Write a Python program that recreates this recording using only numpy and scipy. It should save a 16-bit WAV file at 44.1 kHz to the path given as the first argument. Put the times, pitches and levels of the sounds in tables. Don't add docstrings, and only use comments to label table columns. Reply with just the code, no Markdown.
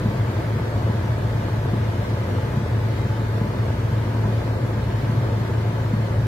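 import sys
import numpy as np
from scipy import signal
from scipy.fft import rfft, irfft, next_fast_len
from scipy.io import wavfile
from scipy.ndimage import uniform_filter1d

SR = 44100
rng = np.random.default_rng(int(sys.argv[2]) if len(sys.argv) > 2 else 0)


def store_pcm(level_fs):
    pcm = np.round(np.clip(level_fs, -1, 1) * 32767).astype(np.int16)
    wavfile.write(sys.argv[1], SR, np.atleast_2d(pcm).T)


def to_linear_factor(level_db):
    exponent = np.asarray(level_db, float) / 20
    return 10 ** exponent


N = 276486

# f/Hz, width/Hz, level/dB
MID_BUMPS = [(790, 60, -7), (877, 70, 5), (990, 60, 2), (1400, 80, -3), (1550, 100, 2), (1700, 80, 2),
             (2060, 80, 2), (2750, 120, -4), (2860, 90, 2), (3950, 120, -3), (7780, 280, -9)]
# f/Hz, width/Hz, level/dB
SIDE_BUMPS = [(300, 80, 5), (370, 30, -6), (457, 100, 10), (610, 60, -5), (715, 50, 3), (760, 40, -5),
              (960, 110, 4), (1055, 40, -3), (1250, 50, -3), (1315, 60, 3), (1510, 70, 3), (1700, 70, 2),
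              (2720, 100, -5), (8120, 120, -6)]


def colour(x, points, bumps=()):
    size = next_fast_len(x.shape[-1] + SR // 2, True)
    hz = np.arange(size // 2 + 1) * SR / size + 1
    point_hz, point_db = np.transpose(points)[:2]
    db = np.interp(np.log(hz), np.log(point_hz), point_db)
    for centre_hz, width_hz, top_db in bumps:
        db = db + top_db * np.exp(-.5 * (2 * (hz - centre_hz) / width_hz) ** 2)
    cepstrum = irfft(db * np.log(10) / 20, size)
    cepstrum[1:size // 2] *= 2
    cepstrum[size // 2 + 1:] = 0
    response = np.exp(rfft(cepstrum))
    return irfft(rfft(x, size) * response, size)[..., :x.shape[-1]]


def level(x, db):
    return x * to_linear_factor(db) / np.sqrt(np.mean(x ** 2))


def walk(rate):
    k = int(SR / rate)
    held = np.repeat(rng.standard_normal(N // k + 1), k)
    return 1.6 * uniform_filter1d(uniform_filter1d(held, k), k)[:N]


def ports(x):
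    lag_s = 0.00012
    turn = np.exp(1j * np.pi * np.arange(N // 2 + 1) * SR / N * lag_s)
    return irfft(rfft(x) * np.array([turn, turn.conj()]), N)


def hum():
    # order, level/dB rms
    shaft_orders = [(1, -39.5), (2, -26), (3, -46), (4, -50), (5, -56)]
    shaft_hz, drift_hz = 54.93, .06
    phase = 2 * np.pi * np.cumsum(shaft_hz + drift_hz * walk(1.5)) / SR
    total = np.zeros(N)
    for order, db in shaft_orders:
        gain = np.sqrt(2) * to_linear_factor(db + .5 * order * walk(3))
        total += gain * np.cos(order * phase + 2 * np.pi * rng.random())
    return total


def road(db):
    # f/Hz, level/dB
    rumble_spectrum = [(25, -37.5), (42, -34), (50, -12.5), (60, -11), (72, -8.5), (90, -0.5), (110, -2),
                       (130, 0.5), (158, -11.5), (175, -13), (200, -9.5), (225, -13.5), (260, -15),
                       (400, -58.5)]
    return level(colour(rng.standard_normal(N), rumble_spectrum), db)


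def drops(rate, spread_db, wash_db):
    hit = rng.random(N) < rate / SR
    size_db = np.minimum(spread_db * rng.exponential(size=N), 18)
    wash = rng.standard_normal(N)
    impacts = level(hit * to_linear_factor(size_db), 0)
    return level(impacts + to_linear_factor(wash_db) * wash, 0)


def rain(db):
    # f/Hz, level/dB
    along_spectrum = [(120, -23.5), (230, -6.5), (330, -1), (420, -3.5), (550, -4), (700, -8), (1000, -13),
                      (1400, -15), (2500, -52)]
    # f/Hz, level/dB
    across_spectrum = [(120, -34), (230, -15.5), (400, -12), (600, -19.5), (850, -17.5), (1100, -12.5),
                       (1500, -38), (2500, -57)]
    gust = to_linear_factor(.4 * walk(6))
    along = colour(gust * drops(1500, spread_db=3.5, wash_db=1.0), along_spectrum, MID_BUMPS)
    across = colour(gust * drops(1500, spread_db=3, wash_db=8.0), across_spectrum, SIDE_BUMPS)
    return level(ports(along) + across * np.array([[1.15], [-.85]]), db)


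def flicker(x, depth_db, from_hz):
    hz, _, z = signal.stft(x, SR, nperseg=2048)
    coarse = rng.exponential(size=(len(hz) // 3 + 1, z.shape[1] // 3 + 1))
    patch = np.kron(coarse, np.ones((3, 3)))[:len(hz), :z.shape[1]]
    share = np.interp(hz, [from_hz, 2 * from_hz, 7000, 10000], [0.075, 0.68, 1, 0.52])
    sink_db = depth_db * share[:, None] * patch ** 2
    return signal.istft(z * to_linear_factor(-sink_db), SR, nperseg=2048)[1][:N]


def spray(db):
    # f/Hz, level/dB
    hiss_spectrum = [(500, -17), (900, -18), (1300, -7), (1600, -3), (2100, -6), (2600, -9.5),
                     (3200, -11.5), (4000, -12), (5000, -16.5), (6500, -20.5), (8000, -23), (9700, -31),
                     (10600, -26.5), (12400, -24.5), (14000, -29), (15700, -55)]
    gust = to_linear_factor(.3 * walk(8))
    parts = []
    for bumps in (MID_BUMPS, SIDE_BUMPS):
        patter = gust * drops(4000, spread_db=5.0, wash_db=8.5)
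        parts.append(flicker(colour(patter, hiss_spectrum, bumps), depth_db=6, from_hz=1830))
    mid, side = parts
    return level(mid + side * np.array([[1], [-1]]), db)


def wipers():
    # t/s, peak level/dB
    foot_turns = [(.0485, -10), (.8876, -11), (1.7246, -11.5), (2.5613, -12.5), (3.4061, -11),
                  (4.2463, -10.5), (5.0876, -11), (5.927, -10)]
    # f/Hz, relative level/dB, t60/s
    scuttle_modes = [(114, 0, .4), (145, 0, .4), (178, -7, .3), (205, -1.5, .4), (225, -7, .35),
                     (250, -15, .15), (330, -18, .12), (450, -18, .12), (700, -19, .15), (870, -16, .2),
                     (1005, -12, .2), (1480, -23, .15)]
    crest_s, load_s = .012, .007
    far_turn_s, far_turn_db = .5, -8
    t = np.arange(SR // 3) / SR
    ringing = np.zeros(len(t))
    for hz, db, t60 in scuttle_modes:
        ringing += to_linear_factor(db) * np.cos(2 * np.pi * hz * (t - crest_s)) * np.exp(-np.log(1000) * t / t60)
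    load = 1 - np.exp(-(t / load_s) ** 2)
    thud = load * ringing
    blows = np.zeros(N)
    for s, db in foot_turns:
        blows[int(s * SR)] = -to_linear_factor(db)
        blows[min(int((s + far_turn_s) * SR), N - 1)] = to_linear_factor(db + far_turn_db)
    return signal.fftconvolve(blows, thud / np.abs(thud).max())[:N]


def scene():
    ease_db = -0.13 * np.arange(N) / SR
    body = ports(hum() + road(-25.5) + wipers())
    mix = body + rain(-30.5 + ease_db) + spray(-39.5 + ease_db)
    left_over_right_db = 0.76
    return mix * to_linear_factor(np.array([[left_over_right_db], [-left_over_right_db]]) / 2)


def band_limit(x):
    return signal.sosfilt(signal.butter(12, 15830, fs=SR, output="sos"), x)


def record(dry):
    # f/Hz, width/Hz, level/dB
    treble_dip = [(10100, 250, -7)]
    top_hz = 15740
    band_edges = [(5, -40), (20, 0), (top_hz - 20, 0), (top_hz, -60)]  # f/Hz, level/dB
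    return band_limit(colour(dry, band_edges, treble_dip))


dry = scene()
out = record(dry)
store_pcm(out)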